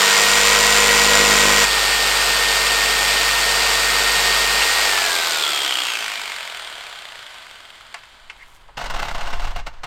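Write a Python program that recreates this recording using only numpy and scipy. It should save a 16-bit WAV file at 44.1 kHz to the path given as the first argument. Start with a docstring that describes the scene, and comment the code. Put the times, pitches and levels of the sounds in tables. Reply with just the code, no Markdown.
"""On a workshop bench, close by, a small electric reciprocating saw cuts a plastic grille, hard, then lightly.
Periodic tooth contact in the reduction gear makes the motor whine, and play in the blade drive gives
an impact at both ends of each stroke; switched off, the saw coasts down under drag and friction.
The cut piece is picked out with a few clicks, then a hand file chatters along the edge,
exciting the modes of the grille and shaking the bench."""
import sys
import numpy as np
from scipy import signal
from scipy.fft import rfft, irfft
from scipy.io import wavfile
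from scipy.ndimage import uniform_filter1d

SR = 44100
rng = np.random.default_rng(int(sys.argv[2]) if len(sys.argv) > 2 else 0)


def int16_out(signal):
    """Quantize to a 16-bit WAV file."""
    q = np.round(np.clip(np.atleast_2d(signal).T, -1, 1) * 32767)
    wavfile.write(sys.argv[1], SR, q.astype(np.int16))


N = 434826
TIME = np.arange(N) / SR
SECOND_CUT_S, BREAKTHROUGH_S, SWITCH_OFF_S, FILING_S = 1.65, 4.62, 4.84, 8.77
MOTOR_TURNS, GEAR_TEETH = 9.25, 37  # per stroke
FREE_HZ = 50.6  # stroke rate at switch-off

# Levels in the tables are relative. Spectra of the room's murmur and the rocking bench: f/Hz, level/dB
WORKSHOP_SPECTRUM = [(20, -1), (50, -1.5), (80, -8), (120, -7.5), (180, -14), (500, -15), (1000, -5),
                     (3000, -21), (8000, -43), (15000, -49)]
BENCH_SPECTRUM = [(4, -8.5), (9, 2), (18, -2.5), (30, -6.5), (55, -18), (100, -33), (200, -50), (400, -101)]
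# pushes that rock the bench: hold from t/s, until t/s, level/dB, rise/(dB/s), fall/(dB/s)
BENCH_PUSHES = [(8.3, 8.7, -49, 50, 30), (8.86, 9.2, -27, 170, 30), (9.36, 9.55, -22, 32, 60)]
# modes of the grille: f/Hz, bandwidth/Hz, gain/dB
GRILLE_MODES = [(540, 56, 2.5), (700, 37, 6), (867, 90, 4), (1056, 31, 4.5), (1350, 87, 2.5), (1490, 80, 4),
                (2110, 220, 5), (2800, 290, 6.5), (12800, 1300, -3)]
# spectrum of the filing: f/Hz, level/dB
FILING_SPECTRUM = [(80, -9), (140, -7), (250, -11.5), (430, -13), (620, -4.5), (900, -2), (1500, -6),
                   (2400, -12.5), (3800, -13), (6300, -21), (8500, -26), (10500, -44), (13000, -35),
                   (15500, -48)]
# catches of the file on the edge: t/s, level/dB
FILE_CATCHES = [(8.771, -18), (8.789, -22), (8.809, -18.5), (8.839, -19), (8.858, -17.5), (8.899, -15),
                (8.938, -16.5), (8.96, -18), (8.99, -15.5), (9.023, -15), (9.049, -20), (9.082, -15),
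                (9.109, -19), (9.146, -16), (9.179, -20.5), (9.207, -16), (9.229, -21), (9.27, -19.5),
                (9.302, -22), (9.328, -17), (9.395, -19.5), (9.419, -25), (9.441, -18.5), (9.47, -21.5),
                (9.507, -25), (9.559, -18), (9.664, -18), (9.834, -17)]
# clicks of the plastic: t/s, level/dB, centre f/Hz, t60/s, crack level re the ring/dB
PIECE_CLICKS = [(4.619, -16.5, 2520, 0.037, -14), (7.942, -34.5, 1810, 0.11, 4.5),
                (8.034, -43, 2400, .04, -5), (8.298, -35.5, 2460, 0.068, -22), (8.686, -50, 900, 0.11, -13)]
# drumming of the grille in each cut: hold from t/s, until t/s, level/dB, rise/(dB/s), fall/(dB/s)
DRUMMING_SWELLS = [(1.2, 1.5, -28.5, 25, 110), (4.3, 4.58, -50, 0.5, 35)]
# rocking of the saw where it is forced: hold from t/s, until t/s, level/dB, rise/(dB/s), fall/(dB/s)
FORCED_ROCKING = [(1.15, 1.55, -45, 24, 60)]
# gear case resonances that ring as the whirr falls through them: f/Hz, bandwidth/Hz, gain/dB
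GEAR_CASE_MODES = [(3260, 170, 7.5), (2200, 160, 5.5)]
# whistles of the coasting rotor: multiple of the stroke rate, peak t/s, half-width/s, level/dB
ROTOR_WHISTLES = [(222, 5.92, .21, -42), (443, 6.67, .08, -50), (444, 6.95, .09, -57), (443, 7.17, .1, -60)]
# tones of the drive: multiple of the stroke rate, first cut level/dB, second cut level/dB
DRIVE_TONES = [(2, -55, -59), (3, -46, -50.5), (4, -36.5, -52.5), (5, -49, -55), (9.25, -27.5, -39),
               (10.06, -38, -50), (11.06, -38, -45), (18.5, -38, -47), (19.12, -33, -43), (20.12, -30, -46),
               (24.12, -43, -42), (27.75, -31.5, -41), (42.25, -33, -47), (44.25, -32.5, -44),
               (48.25, -36, -41), (50.25, -37, -41), (92.5, -39, -35.5), (111, -43, -39),
               (138.75, -31, -50)]
# pitch of the gear whine, climbing in the hard cut: t/s, f/Hz
FIRST_CUT_MESH = [(0.02, 1848), (0.274, 1882), (0.62, 1903), (1.2, 1902), (1.62, 1892)]
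# pitch of the gear whine, lower in the light cut and rising once the blade is through: t/s, f/Hz
SECOND_CUT_MESH = [(1.68, 1837), (3.14, 1838), (4.6, 1850), (4.83, 1882)]
# resonances of the saw's housing: f/Hz, bandwidth/Hz, gain/dB
HOUSING_MODES = [(656, 67, 2.5), (920, 120, 1), (1326, 350, 2.5), (1526, 110, 2.5), (2140, 130, 1),
                 (3170, 1900, 1.5), (4770, 630, 2.5), (7200, 560, 5), (8400, 1430, 6.5),
                 (10530, 1860, -5.5), (12100, 520, 3.5)]
# spectra of the rattle while pressing hard, cutting lightly and coasting: f/Hz, level/dB
HARD_SPECTRUM = [(88, -36), (150, -28), (205, -22), (332, -15), (471, -7), (540, -9.5), (877, -7.5),
                 (1000, -5.5), (1760, -7.5), (1940, -3.5), (5990, -10), (7130, -14), (10100, -19),
                 (13000, -21), (15500, -28.5)]
LIGHT_SPECTRUM = [(88, -38), (150, -27), (320, -16), (453, -9.5), (583, -10.5), (827, -6.5), (1730, -8.5),
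                  (1870, -5.5), (1980, -5.5), (4650, -8), (5870, -14), (8170, -16.5), (9920, -20.5),
                  (12300, -19.5), (15500, -29.5)]
COASTING_SPECTRUM = [(120, -79), (200, -24), (454, -10.5), (653, -3.5), (1150, -2.5), (1560, -1),
                     (1840, -2), (2060, -0.5), (2750, -4), (3120, 0.5), (4660, -8.5), (5390, -14.5),
                     (8660, -20), (10600, -18.5), (15500, -33)]


def undb(db):
    """Amplitude ratio of a level in decibels."""
    return 10 ** (np.asarray(db) / 20)


def unit(x):
    """Normalisation to rms 1."""
    return x / np.sqrt(np.mean(x ** 2))


def fade(start, length):
    """Linear ramp from 0 to 1."""
    return np.clip((TIME - start) / length, 0, 1)


def since(start):
    """Time elapsed after an onset, zero before it."""
    return np.maximum(TIME - start, 0)


def bump(at, half_width_s):
    """Gaussian envelope with peak 1."""
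    return np.exp(-((TIME - at) / half_width_s) ** 2)


def swells(rows):
    """Power sum of envelopes that grow exponentially, hold and decay."""
    return np.sqrt(sum(undb(db - rise * np.maximum(start - TIME, 0) - fall * since(end)) ** 2
                       for start, end, db, rise, fall in rows))


def by_cut(hard, light):
    """Crossfade from the hard first cut's value to the light second cut's."""
    return hard + (light - hard) * fade(SECOND_CUT_S, 0.0028)


def noise():
    """Gaussian white noise."""
    return rng.standard_normal(N)


def walk(rate_hz):
    """Linearly interpolated random fluctuation of rms 1."""
    step = int(SR / rate_hz)
    return unit(uniform_filter1d(np.repeat(rng.standard_normal(N // step + 1), step), step)[:N])


def grains(rate, spread_db):
    """Shot noise: tiny impacts of uneven size, at a mean rate per second."""
    impulses = (rng.random(N) < rate / SR) * np.sign(noise())
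    return unit(impulses * undb(spread_db * np.clip(noise(), -2, 2)))


def band(x, hz, width_hz):
    """Second-order resonator, gain 1 at its centre."""
    return signal.lfilter(*signal.iirpeak(hz, hz / width_hz, fs=SR), x)


def body(x, spectrum, modes=(), size=8192):
    """Minimum-phase response with a given spectrum and modes; it keeps the power of white input."""
    f = np.arange(size // 2 + 1) * SR / size
    hz, db = np.transpose(spectrum)
    db = np.interp(np.log(f + 1), np.log(hz), db)
    for centre, width, lift in modes:
        db = db + lift / (1 + (2 * (f - centre) / width) ** 2)
    cepstrum = irfft(np.log(undb(db)))[:size // 2]
    cepstrum[1:] *= 2  # folding the cepstrum makes the response causal
    response = irfft(np.exp(rfft(cepstrum, size)))
    return signal.fftconvolve(x, response / np.linalg.norm(response))[:N]


def workshop():
    """Ambient noise: a faint steady rush."""
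    return undb(-54) * body(noise(), WORKSHOP_SPECTRUM)


def room(x, t60, wet_db):
    """Reverberation: dense reflections from bench and walls follow the direct sound and decay."""
    t = TIME[:SR // 2]
    tail = rng.standard_normal(len(t)) * undb(-60 * t / t60) * (t > .003)
    tail = signal.lfilter(*signal.butter(1, 6000, fs=SR), tail)
    return x + undb(wet_db) * signal.fftconvolve(x, tail / np.linalg.norm(tail))[:N]


def bench():
    """Forced vibration: handling rocks the bench at very low frequencies."""
    return body(noise(), BENCH_SPECTRUM, size=32768) * swells(BENCH_PUSHES)


def glove():
    """Friction noise: the glove brushes the grille as it draws the piece away."""
    envelope = undb(-62 + 3.3 * walk(40)) * bump(at=8.52, half_width_s=0.14)
    return envelope * unit(band(grains(rate=2500, spread_db=7), hz=7500, width_hz=5000))


def loose_piece():
    """Impact and friction: the cut piece snaps, ticks and squeaks, exciting the grille's modes."""
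    out = np.zeros(N)
    for at, db, hz, t60, crack_db in PIECE_CLICKS:
        age = since(at)
        spectrum = [(0.31 * hz, -16), (0.41 * hz, -6), (hz, 0),
                    (1.2 * hz, -4), (2.6 * hz, -15), (6 * hz, -30)]
        ring = body(noise(), spectrum) * undb(-60 * age / t60)
        crack = undb(crack_db) * np.exp(-age / 0.0043) * unit(band(noise(), hz=3900, width_hz=5500))
        out += undb(db + 1) * fade(at, 0.0011) * (ring + crack)
    squeak = unit(band(grains(rate=1700, spread_db=0), hz=1980, width_hz=300))
    out += undb(-48.5) * bump(at=8.42, half_width_s=.028) * squeak
    return body(out, [(150, -14), (500, 13.0), (9000, 6.5), (15000, -11)], GRILLE_MODES)


def filing():
    """Stick-slip friction: the file's teeth catch on the plastic edge in bursts and drag in between."""
    attack_s, hold_s, release_s = .005, 0.0094, 0.0097
    catch_power = np.zeros(N)
    for at, db in FILE_CATCHES:
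        release = np.exp(-since(at + hold_s) / release_s)
        catch_power += (undb(db - 9.5) * fade(at - attack_s / 2, attack_s) * release) ** 2
    drag_db = -34 - 3 * since(FILING_S) - 14 * fade(9.6, 0.026)  # ever lighter, then eased off
    drag = undb(drag_db + 2 * walk(54)) * fade(FILING_S, 0.0017)
    force = np.sqrt(catch_power + drag ** 2)
    # the teeth bite brighter at the height of a catch
    teeth = unit(band(grains(rate=3500, spread_db=13), hz=4100, width_hz=3700))
    bite = undb(-20) * np.sqrt(catch_power) * teeth
    # fine chips break off with tiny dry ticks
    ticks = band(grains(rate=600, spread_db=12), hz=12500, width_hz=5000)
    chips = undb(-31) * force * unit(band(ticks, hz=12500, width_hz=4500))
    scrape = body(force * grains(rate=8000, spread_db=3.5), FILING_SPECTRUM, GRILLE_MODES)
    return scrape + bite + chips


def stroke_rate():
    """Strokes per second: held by the motor, then run down by viscous drag and dry friction."""
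    drag_s, friction_hz_per_s = 2.32, 3.04
    mesh_hz = np.interp(TIME, *np.transpose(list(FIRST_CUT_MESH) + list(SECOND_CUT_MESH)))
    friction_hz = friction_hz_per_s * drag_s
    coasting = (FREE_HZ + friction_hz) * np.exp(-since(SWITCH_OFF_S) / drag_s) - friction_hz
    return np.where(TIME < SWITCH_OFF_S, mesh_hz / GEAR_TEETH, np.maximum(coasting, 0))


def speed_ratio(speed):
    """Coasting speed relative to that at switch-off; 1 under power."""
    return np.where(TIME < SWITCH_OFF_S, 1, speed / FREE_HZ)


def reversals(strokes, speed, ring_s, scatter_db, return_db):
    """Impact envelope at both ends of each stroke: the play closes quickly, then the vibration decays."""
    knock = np.floor(2 * strokes).astype(int)
    knock -= knock.min()
    count = knock.max() + 1
    scatter = np.clip(rng.standard_normal(count), -2, 2)
    size = undb(scatter_db * scatter + return_db * (np.arange(count) % 2))
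    age = (2 * strokes % 1) / (2 * speed + 1e-3)
    return 1.6 * size[knock] * (1 - np.exp(-age / 0.00076)) * np.exp(-age / ring_s)


def whirr(strokes, multiple, width_hz):
    """Narrow-band noise: a rough tone at a multiple of the stroke rate."""
    angle = 2 * np.pi * multiple * strokes
    return walk(width_hz) * np.cos(angle) + walk(width_hz) * np.sin(angle)


def drumming(strokes):
    """Periodic impact: each pull of the blade slaps the grille against the saw's shoe."""
    slaps = np.diff(np.floor(strokes), prepend=np.floor(strokes[0])) * undb(3.1 * walk(50))
    spectrum = [(60, -17), (110, -15.5), (190, -3.5), (330, -2), (600, -2), (1000, -11), (2500, -40)]
    thud = body(slaps, spectrum)
    return thud / np.std(thud[:SR]) * swells(DRUMMING_SWELLS)


def blade_ring(strokes, speed):
    """Free vibration: pressed hard in the first cut, the blade pings at its reversals."""
    ring_hz = 7170
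    pings = reversals(strokes, speed, ring_s=0.0022, scatter_db=-2.5, return_db=-9)
    ring = np.sin(2 * np.pi * ring_hz * TIME + 1.5 * walk(120))
    return undb(-15.5) * (1 - fade(SECOND_CUT_S, .004)) * pings * ring


def bearings(strokes, speed):
    """Rolling contact: the unloaded bearings whirr, jolted by each reversal, and the rotor whistles."""
    settle_hz = 28.1  # stroke rate below which the whirr dies quickly
    jolts = 0.59 + 0.72 * reversals(strokes, speed, ring_s=0.003, scatter_db=2.0, return_db=6)
    gain = undb(-30.5) * fade(BREAKTHROUGH_S, .8) * np.minimum(speed / settle_hz, 1) ** 9.1
    narrow = whirr(strokes, multiple=93, width_hz=250)
    broad = whirr(strokes, multiple=97, width_hz=1100)
    rolling = gain * jolts * (0.65 * narrow + 0.74 * broad)
    out = rolling + sum(undb(db) * band(rolling, hz, width) for hz, width, db in GEAR_CASE_MODES)
    for multiple, at, half_width_s, db in ROTOR_WHISTLES:
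        out += undb(db) * bump(at, half_width_s) * whirr(strokes, multiple, width_hz=77)
    return out


def whine(strokes, speed):
    """Periodic forcing: stroke shake, fan, gear mesh and imbalance give tones locked to the shaft."""
    flutter_hz, mesh_lost_hz = 10.1, 35
    ratio, through = speed_ratio(speed), fade(BREAKTHROUGH_S, 0.026)
    angle = 2 * np.pi * (strokes + 0.00024 * walk(40))
    # the saw's body shakes at the stroke rate, building up as the shoe is pressed down
    sway = undb(-36.5 - 6.6 * through) * fade(0, 0.52) + swells(FORCED_ROCKING)
    tones = sway * np.sin(angle)
    bite_db = -4 * (1 - fade(0, 0.95))  # the tones grow as the blade bites
    for multiple, first_db, second_db in DRIVE_TONES:
        wander_db = 1.3 * min(multiple / 30, 1) * walk(20)
        db = by_cut(first_db, second_db) + wander_db + bite_db
        if multiple <= MOTOR_TURNS:  # the grille radiates the low tones until the blade is through
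            db = db - 11 * through
        tones = tones + undb(db) * np.cos(multiple * angle)
    flutter_db = np.sin(2 * np.pi * flutter_hz * TIME + .8 * walk(3)) + 0.51 * walk(40)
    mesh = undb(by_cut(-24, -25.5) + flutter_db) * ratio ** 2.8 * np.sin(GEAR_TEETH * angle)
    mesh *= np.minimum(speed / mesh_lost_hz, 1) ** 12
    hum = whirr(strokes, MOTOR_TURNS, width_hz=45)
    imbalance = undb(-43) * fade(SWITCH_OFF_S, 0.24) * ratio ** 3.4 * hum
    return np.sqrt(2) * (tones * ratio ** 7 + mesh + imbalance)


def rattle(strokes, speed):
    """Backlash: knocks of the blade drive, over a chatter of teeth and brushes, ring the housing."""
    ratio, coast, loose = speed_ratio(speed), fade(5.4, 1.25), fade(BREAKTHROUGH_S, 1)
    # the knocks stand out more once the blade is free, and soften as it slows
    knock_db = by_cut(6, 2.4) * (1 - loose) + 12 * loose
    impacts = reversals(strokes, speed, ring_s=0.0024, scatter_db=1.0, return_db=-1.0)
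    knocks = undb(knock_db) * ratio ** 0.21 * impacts
    chatter = grains(rate=9000, spread_db=3.5)
    running_rms = np.sqrt(uniform_filter1d(1 + knocks ** 2, size=8000))
    blows = (chatter + knocks * grains(rate=14000, spread_db=1.0)) / running_rms
    hard = undb(-14.5) * body(blows, HARD_SPECTRUM, HOUSING_MODES)
    light = undb(-17.5) * body(blows, LIGHT_SPECTRUM, HOUSING_MODES)
    free = undb(-18.5) * body(blows, COASTING_SPECTRUM, HOUSING_MODES)
    nearness = undb(1.5 * bump(at=5.82, half_width_s=0.36))  # lifted out, it swings past the listener
    return by_cut(hard, (1 - coast) * light + coast * free) * nearness * ratio ** 1.72


def scene():
    """Superposition of saw, loose piece and file; the whine and the background bypass the reverberation."""
    speed = stroke_rate()
    strokes = np.cumsum(speed) / SR
    strokes -= np.interp(6.256, TIME, strokes)  # a reversal falls at this time
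    saw = rattle(strokes, speed) + bearings(strokes, speed) + blade_ring(strokes, speed)
    near = saw + drumming(strokes) + loose_piece() + glove() + filing()
    return (room(near, t60=0.25, wet_db=-16.5) + whine(strokes, speed) + bench() + workshop())[None]


def record(dry):
    """Clipping limits the highest peaks and a steep low-pass filter removes the top of the treble."""
    top_hz = 15850
    lowpass = signal.ellip(10, .2, 80, top_hz, fs=SR, output="sos")
    return signal.sosfilt(lowpass, np.clip(dry, -.92, .92))


dry = scene()
out = record(dry)
int16_out(out)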